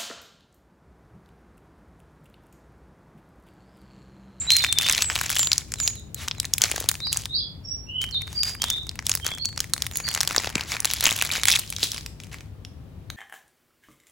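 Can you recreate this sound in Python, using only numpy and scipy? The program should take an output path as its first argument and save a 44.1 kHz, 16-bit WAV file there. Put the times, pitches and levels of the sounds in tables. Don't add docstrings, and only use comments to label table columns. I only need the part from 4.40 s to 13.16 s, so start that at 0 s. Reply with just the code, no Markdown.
import sys
import numpy as np
from scipy import signal
from scipy.fft import rfft, irfft
from scipy.io import wavfile

SR = 44100
rng = np.random.default_rng(int(sys.argv[2]) if len(sys.argv) > 2 else 0)


def wav_record(signal):
    frames = np.transpose(np.atleast_2d(signal))
    bounded = np.clip(frames, -1, 1)
    quanta = np.round(bounded * 32767).astype(np.int16)
    wavfile.write(sys.argv[1], SR, quanta)


N = 386316
TIME = np.arange(N) / SR


def from_db(db):
    return 10 ** (np.asarray(db) / 20)


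def rms_one(x):
    return x / np.sqrt(np.mean(x ** 2, axis=-1, keepdims=True) + 1e-20)


def at_hz(points, hz):
    points = np.array(points)
    return np.interp(np.log(hz + 1), np.log(points[:, 0]), points[:, 1])


def frequencies(size):
    return np.fft.rfftfreq(size, 1 / SR)


def wander(step_s):
    steps = TIME / step_s
    turns = np.clip(rng.standard_normal(int(steps[-1]) + 2), -2, 2)
    return np.interp(steps, np.arange(len(turns)), turns)


def place(times, sounds):
    at = (np.asarray(times) * SR).astype(int)[:, None] + np.arange(sounds.shape[-1])
    return np.array([np.bincount(np.maximum(at, 0).ravel(), channel.ravel(), N)[:N] for channel in sounds])


def echoes(x, fade_s, gap_s):
    t = TIME[:SR]
    tail = rng.standard_normal((2, SR)) * from_db(-60 * t / fade_s) * (t > gap_s)
    return signal.fftconvolve(x[None], rms_one(tail) / np.sqrt(SR), axes=1)[:, :N]


# (frequency [Hz], relative level [dB])
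RUMBLE_TONE = [(20, -25), (40, -9.5), (60, 3.5), (100, 1), (160, -5.5), (300, -15), (600, -24.5),
               (2000, -38), (3000, -38.5), (7000, -48.5), (16000, -48.5)]
# (frequency [Hz], level [dB])
HUM = [(100, -50), (150, -56.5)]


def background(rumble_db=-42.5):
    hz = frequencies(N)
    side_db = at_hz([(100, -14.0), (300, -6.0), (3000, -1.0)], hz)
    tone_db = at_hz(RUMBLE_TONE, hz) + np.outer([0, 1], side_db)
    mid, side = irfft(rfft(rng.standard_normal((2, N))) * from_db(tone_db), N)
    hum = sum(np.sqrt(2) * from_db(db) * np.sin(2 * np.pi * pitch * TIME) for pitch, db in HUM)
    return from_db(rumble_db) * (mid + side * [[1], [-1]]) / np.std(mid) + hum


def whistles(notes, waver_hz, flicker_db):
    song = np.zeros(N)
    quiver = waver_hz * wander(step_s=.003)
    flicker = from_db(flicker_db * wander(step_s=.01))
    for start, length, pitches, db in notes:
        at = np.flatnonzero((TIME >= start) & (TIME < start + length))
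        progress = np.linspace(0, 1, len(at))
        hz = np.interp(progress, np.linspace(0, 1, len(pitches)), pitches) + quiver[at]
        swell = rms_one(np.sqrt(progress * np.abs(np.sin(np.pi * progress))) * flicker[at])
        song[at] += from_db(db) * swell * np.sqrt(2) * np.sin(2 * np.pi * np.cumsum(hz) / SR)
    return song


# (start [s], length [s], first pitch [Hz], last pitch [Hz], level [dB])
GLIDES = [(0, 0.0031, 7190, 7460, -18.5), (0.601, 0.072, 7700, 7600, -27.5),
          (0.952, 0.086, 7720, 6750, -24.5), (1.374, 0.076, 7280, 6470, -25.5),
          (2.973, 0.075, 3270, 3405, -35.5), (3.233, 0.12, 5440, 5555, -33), (3.461, 0.18, 2776, 3125, -30),
          (3.717, 0.039, 4520, 3400, -23.5), (3.938, 0.14, 4644, 4820, -28),
          (4.179, .21, 3044, 3840, -30.5), (4.795, 0.14, 3170, 3365, -35.5),
          (4.97, 0.085, 4020, 4505, -31.5), (5.51, 0.058, 7100, 6550, -36), (5.629, 0.046, 4590, 4325, -29)]
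FLOURISH_HZ = [3700, 3700, 3900, 3970, 4580, 5030, 4580, 3900]
# (start [s], length [s], level [dB])
FLOURISHES = [(2.592, 0.092, -29.5), (2.882, .117, -26.5)]


def far_bird(arch=1.0252):
    glides = [(start, length, [first, (first + last) / 2 * arch, last], db)
              for start, length, first, last, db in GLIDES]
    flourishes = [(start, length, FLOURISH_HZ, db) for start, length, db in FLOURISHES]
    return whistles(glides + flourishes, waver_hz=90, flicker_db=5)


def bending(hz, lag_s):
    return np.exp(-4j * np.pi * lag_s * np.sqrt(1000 * hz))


# (frequency [Hz], relative level [dB])
FOIL_TONE = [(150, -6.5), (400, -9.5), (850, -3), (1700, -1), (2700, -3.5), (5000, 0.5), (7500, -0.5),
             (9500, -3), (11500, -9), (15500, -11)]


def buckles(body_db, treble_db, flutter_db, facet_db, size, rise_s=.0005, snap_s=.00045, flutter_s=.003):
    hz, count = frequencies(size), len(body_db)
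    t = np.maximum(np.arange(size) / SR - .0005, 0)
    decay = np.exp(-t / snap_s) + from_db(flutter_db) * np.exp(-t / flutter_s)
    envelope = (1 - np.exp(-t / rise_s)) * decay
    mid, side = rng.standard_normal((2, count, size)) * envelope
    side *= from_db(-16.5)
    burst = np.array([mid + side, mid - side])
    body = np.outer(body_db, at_hz([(2200, 0.95), (3400, 0.0049)], hz))
    treble = np.outer(treble_db, at_hz([(5500, 0.11), (9500, 0.99)], hz))
    facet_hz = 3800 * 2 ** rng.uniform(-1.12, 1, (count, 1))
    ring = facet_db * np.exp(-10 * np.log2((hz + 1) / facet_hz) ** 2)
    tone = from_db(at_hz(FOIL_TONE, hz) + body + treble + ring)
    return rms_one(irfft(rfft(burst) * tone * bending(hz, lag_s=.0007))) / np.sqrt(size)


def fingers(movements, attack_s=.012, release_s=.028):
    power, body = np.full(N, 1e-14), np.zeros(N)
    for start, length, db, body_db in movements:
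        at = slice(*np.searchsorted(TIME, [start, start + length + 10 * release_s]))
        t = TIME[at] - start
        envelope = np.minimum(t / attack_s, 1) * np.exp(-np.maximum(t - length, 0) / release_s)
        push = (from_db(db) * envelope) ** 2
        power[at] += push
        body[at] += push * body_db
    return np.sqrt(power), body / power


def crackle(effort, body, treble_db, per_s, spread_db, level_db, variety_db=4):
    rate = per_s * np.sqrt(effort / np.mean(effort))
    at = np.flatnonzero(np.diff(np.floor(np.cumsum(rate) / SR)))
    jitter, loudness, low_shift, high_shift = rng.standard_normal((len(at), 4)).T
    times = np.abs(at / SR + .5 * jitter / np.maximum(rate[at], per_s))
    spread = rms_one(from_db(spread_db * np.clip(loudness, -2, 2)))
    strength = spread * effort[at] * np.sqrt(SR / rate[at])
    low = body[at] + variety_db * low_shift
    high = treble_db - 0.18 * body[at] + variety_db * high_shift
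    clicks = buckles(low, high, flutter_db=-22, facet_db=9, size=512)
    return place(times, clicks * strength[:, None] * from_db(level_db))


# (start [s], length [s], level [dB], body [dB])
HANDLING = [(0, 1.2, -39, 13), (1.27, .3, -47, 0.5), (1.88, .95, -48, 12), (3.601, 2.0, -50, 6),
            (5.597, 1.6, -41, 16)]


def rustle():
    return crackle(*fingers(SQUEEZES + HANDLING), treble_db=0.5, per_s=750, spread_db=3, level_db=-9)


def settling_ticks(level_db=-45.5):
    held = [(start, length, level_db, body_db) for start, length, _, body_db in HANDLING]
    return crackle(*fingers(held), treble_db=9, per_s=22, spread_db=4, level_db=0)


# (start [s], length [s], pitches [Hz], level [dB])
OPENING_WHISTLE = (.066, .1, [3850, 4150, 4185], -21.5)
CHIRPS = [.775, 1.356, 1.548, 1.747, 1.96]


def near_birds():
    first_s, step_s, pip_s, pip_hz, fall_hz, pip_db = .203, .077, .028, 3670, 45, -28.5
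    chirp_s, chirp_hz, chirp_db = .046, [4350, 3560], -50.5
    pips = [(first_s + k * step_s, pip_s, pip_hz - fall_hz * np.array([k - 1, k + 1]), pip_db)
            for k in range(4)]
    chirps = [(start, chirp_s, chirp_hz, chirp_db) for start in CHIRPS]
    return whistles([OPENING_WHISTLE] + pips + chirps, waver_hz=25, flicker_db=2)


def birds():
    far, near = far_bird(), near_birds()
    reflected = echoes(from_db(0.5) * far + from_db(1.5) * near, fade_s=0.34, gap_s=0.0036)
    return (from_db(-13) * far + near + reflected) * from_db([[-1.6], [1.6]])


# (start [s], length [s], level [dB], body [dB])
SQUEEZES = [(0.092, .16, -30, -7.5), (0.399, .22, -27, 1), (.69, .18, -31, 0.5), (.89, .13, -29.5, -6),
            (1.11, .08, -35, -2.5), (1.379, .09, -36, -3), (2.205, .04, -26, 6), (2.281, .16, -33.5, 3),
            (2.71, .10, -34, -3.5), (3.60, .04, -39, -2), (4.04, .06, -35, 4.5), (4.209, .12, -36, 5),
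            (4.64, .11, -36, -3), (4.839, .05, -31, 8.5), (5.168, .06, -38, 3), (5.388, .05, -38, 7),
            (5.53, .07, -37.5, -2.5), (5.651, .18, -34, 3.5), (5.87, .19, -31, 4.5), (6.142, .08, -33, 12),
            (6.31, .025, -28, 8.5), (6.44, .16, -32, -1.5), (6.62, .05, -21, 2), (6.699, .17, -29, 0.5),
            (6.91, .06, -24, 2.5), (7.06, .09, -22, -4), (7.19, .25, -41, -3.5), (7.42, .02, -26, -10),
            (7.50, .08, -39, 1), (7.789, .06, -48, 0), (7.909, .025, -36, 7)]


def squeeze_ticks():
    return crackle(*fingers(SQUEEZES), treble_db=4, per_s=95, spread_db=6, level_db=-1.5)


# (time [s], level [dB], relative body [dB], relative treble [dB])
SNAPS = [(0.1036, -7, -16.5, -19), (0.1185, -6.5, -19.5, -13.5), (0.166, -4.5, -25, -14.5),
         (0.2387, -10, -8, -24), (0.2455, -7.5, -9.5, -27), (0.3252, -6, -21, -17.5),
         (0.3855, -3, -24, -19), (0.4857, -9.5, -8, -19), (0.4963, -4.5, -8, -21), (0.524, -8, -37, -16),
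         (0.5784, -11, -19.5, -28), (0.621, -6, -16.5, -20.5), (0.6991, -10.5, -4, -28),
         (0.7547, -11.5, -9.5, -23), (0.812, -9, 5, -10), (0.901, -9.5, -5.5, -7.5),
         (0.9638, -11, -11.5, -25), (0.9847, -12.5, -32, -7.5), (0.9929, -7.5, -15, -22),
         (1.0301, -14, -14, -34), (1.0707, -10.5, -18, -24), (1.1165, -5.5, -21.5, -28.5),
         (1.1301, -4.5, -38, -27), (1.1794, -6.5, -24.5, -23.5), (1.3381, -13.5, -13, -19.5),
         (1.4002, -13, -13.5, -29), (1.476, -5, -24, -30), (1.7444, -17, -26, -8), (1.882, -12.5, -20, -30),
         (1.9113, -14, -18, -65), (1.9991, -8.5, -20, -16), (2.0517, -16.5, -21, -18.5),
         (2.1361, -4, -39, -21.5), (2.1806, -11, -23, -12.5), (2.2174, -1, -25.5, -21.5),
         (2.2377, -2.5, -17, -22.5), (2.3141, -9.5, -11, -14), (2.402, -13.5, -28, -6),
         (2.488, -0.5, -38, -13.5), (2.4926, -10.5, -7, -14.5), (2.5137, -12, -9, -11),
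         (2.728, -8, -24, -12), (2.7711, -8.5, -17, -17.5), (2.855, -16, -12.5, -24),
         (3.616, -18.5, -16, -11), (3.6394, -17, -6, -18), (4.032, -9.5, -19, -19),
         (4.2185, -9, -19, -19.5), (4.2398, -9, -8.5, -20), (4.301, -8, -30, -20), (4.4918, -16, -30, -32),
         (4.59, -15.5, -1, -34), (4.6658, -9, -21, -21), (4.694, -6.5, -6, -9.5), (4.7155, -7, -19.5, -33),
         (4.7511, -8.5, -61, -8), (4.8645, -9, -15, -20), (5.0549, -10.5, -31.5, -27.5),
         (5.176, -14.5, -12, -26), (5.203, -8, -17, -17.5), (5.335, -5.5, -14.5, -19.5),
         (5.4206, -9, -18, -20), (5.465, -14.5, -12.5, -17.5), (5.556, -16, -10, -12),
         (5.5707, -10, -34, -4), (5.687, -11.5, -14.5, -20.5), (5.7484, -9.5, -21.5, -21),
         (5.8052, -7.5, -14, -25.5), (5.8105, -7.5, -15.5, -21), (5.8308, -12, -15.5, -24),
         (5.8745, -8.5, -20, -23.5), (5.962, -6, -4, -18), (5.9803, -5, -32.5, -44),
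         (6.0726, -16.5, -8, -68), (6.1536, -9, -7, -34.5), (6.2083, -16, -14, -25.5),
         (6.3186, -13, -7.5, -22.5), (6.402, -10.5, -24.5, -11), (6.4459, -8, -11, -14),
         (6.4534, -6, -6.5, -12), (6.5112, -15, -20, -21), (6.535, -9, -6, -7.5), (6.607, -10.5, -42, -17),
         (6.6396, -6, -22, 9), (6.6543, -3, -17.5, -39), (6.6647, -9, -8.5, -29), (6.7082, -11, -21, -20),
         (6.7254, -13.5, -12, -15.5), (6.8221, -6.5, -4.5, -16), (7.0335, -8.5, -11.5, -17),
         (7.0538, -6.5, -8.5, -14.5), (7.0831, 0.5, -9, -20.5), (7.1145, -8.5, -23, -19),
         (7.127, -11.5, -22.5, -19), (7.1545, -14, -22.5, -22.5), (7.1617, -10.5, -15, -17.5),
         (7.193, -10.5, -17, -7), (7.3014, -16, -27, -11), (7.363, -18, -31, -31), (7.429, -10.5, -20, -24),
         (7.517, -15, -55, -20), (7.6611, -21, -15, -25), (8.2485, -28.5, -18, -32.5),
         (8.7008, -21, -8, -21)]


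def snaps(follow_s=(.0015, .005), follow_db=-13, spread_db=4, low_cut_hz=1240):
    delay, loudness = rng.random((len(SNAPS), 2)).T
    neighbours = np.array(SNAPS, float)
    neighbours[:, 0] += np.interp(delay, [0, 1], follow_s)
    neighbours[:, 1] += follow_db + spread_db * (2 * loudness - 1)
    times, db, body, treble = np.concatenate([SNAPS, neighbours]).T
    clicks = buckles(body + 13, treble + 22, flutter_db=-29, facet_db=5, size=1024)
    strength = from_db(db - 2) * np.sqrt(SR / 1000)
    placed = place(times, clicks * strength[:, None])
    return signal.lfilter(*signal.butter(1, low_cut_hz, "high", fs=SR), placed + 1e-18)


# (start [s], length [s], level [dB], body [dB])
SLIDES = [(1.75, .085, -32, 3.5), (2.2, .05, -24.5, -1), (3.85, .12, -41, 1), (4.02, .07, -28, -3),
          (6.257, .06, -25, -0.5), (7.385, .05, -23.5, -6)]


def swishes():
    return crackle(*fingers(SLIDES, attack_s=.07), treble_db=4, per_s=400, spread_db=0, level_db=-5)


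# (time [s], peak level [dB], centre pitch [Hz])
POPS = [(2.318, -28, 440), (2.342, -27.5, 480), (2.38, -24.5, 590), (2.413, -30, 443), (2.443, -29, 520),
        (4.866, -25.5, 597), (5.979, -18.5, 467), (6.073, -19, 566), (6.16, -18, 199), (7.432, -26.5, 355)]


def pops(width_octaves=0.77):
    times, db, centre_hz = np.transpose(POPS)
    hz = frequencies(2048)
    tone = np.exp(-.5 * (np.log2((hz + 1) / centre_hz[:, None]) / width_octaves) ** 2)
    pulses = irfft(tone * bending(hz, lag_s=.003))
    pulses /= np.abs(pulses).max(axis=1, keepdims=True)
    peak_s = np.abs(pulses).argmax(axis=1) / SR
    return place(times - peak_s, pulses[None] * from_db(db)[:, None])


# (time [s], level [dB])
HOLLOWNESS = [(0, 4), (2.2, -16.5), (5.5, -24), (6.4, -2.5), (7.4, 4), (7.65, -7.5)]


def air_pockets(foil, width_hz=280, level_db=-4, swing_db=7):
    ringing = 0
    for hz in np.geomspace(2350, 3850, 5):
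        opening = from_db(level_db + swing_db * wander(step_s=.03))
        ringing += signal.lfilter(*signal.iirpeak(hz, hz / width_hz, fs=SR), foil * opening)
    return foil + from_db(np.interp(TIME, *np.transpose(HOLLOWNESS))) * ringing


# (time [s], echo level [dB])
LAID_ASIDE = [(7.15, -18.5), (7.42, -9.5)]


def foil_echo(foil):
    share = from_db(np.interp(TIME, *np.transpose(LAID_ASIDE)))
    return echoes(share * foil.mean(axis=0), fade_s=0.43, gap_s=0.005)


def scene():
    creases = squeeze_ticks() + settling_ticks() + rustle() + swishes() + snaps()
    foil = air_pockets(creases) + pops()
    return foil + foil_echo(foil) + birds() + background()


# (frequency [Hz], level [dB])
BALANCE = [(60, 4), (1400, 4.5), (2800, 0.4)]


def record(dry, lag_s=.000227, lag_above_hz=6800, cutoff_hz=16100):
    hz = frequencies(N)
    microphones = from_db(np.outer([.5, -.5], at_hz(BALANCE, hz))).astype(complex)
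    microphones[0] *= np.exp(-2j * np.pi * lag_s * np.maximum(hz - lag_above_hz, 0))
    heard = np.clip(irfft(rfft(dry) * microphones, N), -1, 1)
    return signal.sosfilt(signal.ellip(10, .2, 70, cutoff_hz, fs=SR, output="sos"), heard)


dry = scene()
out = record(dry)
wav_record(out)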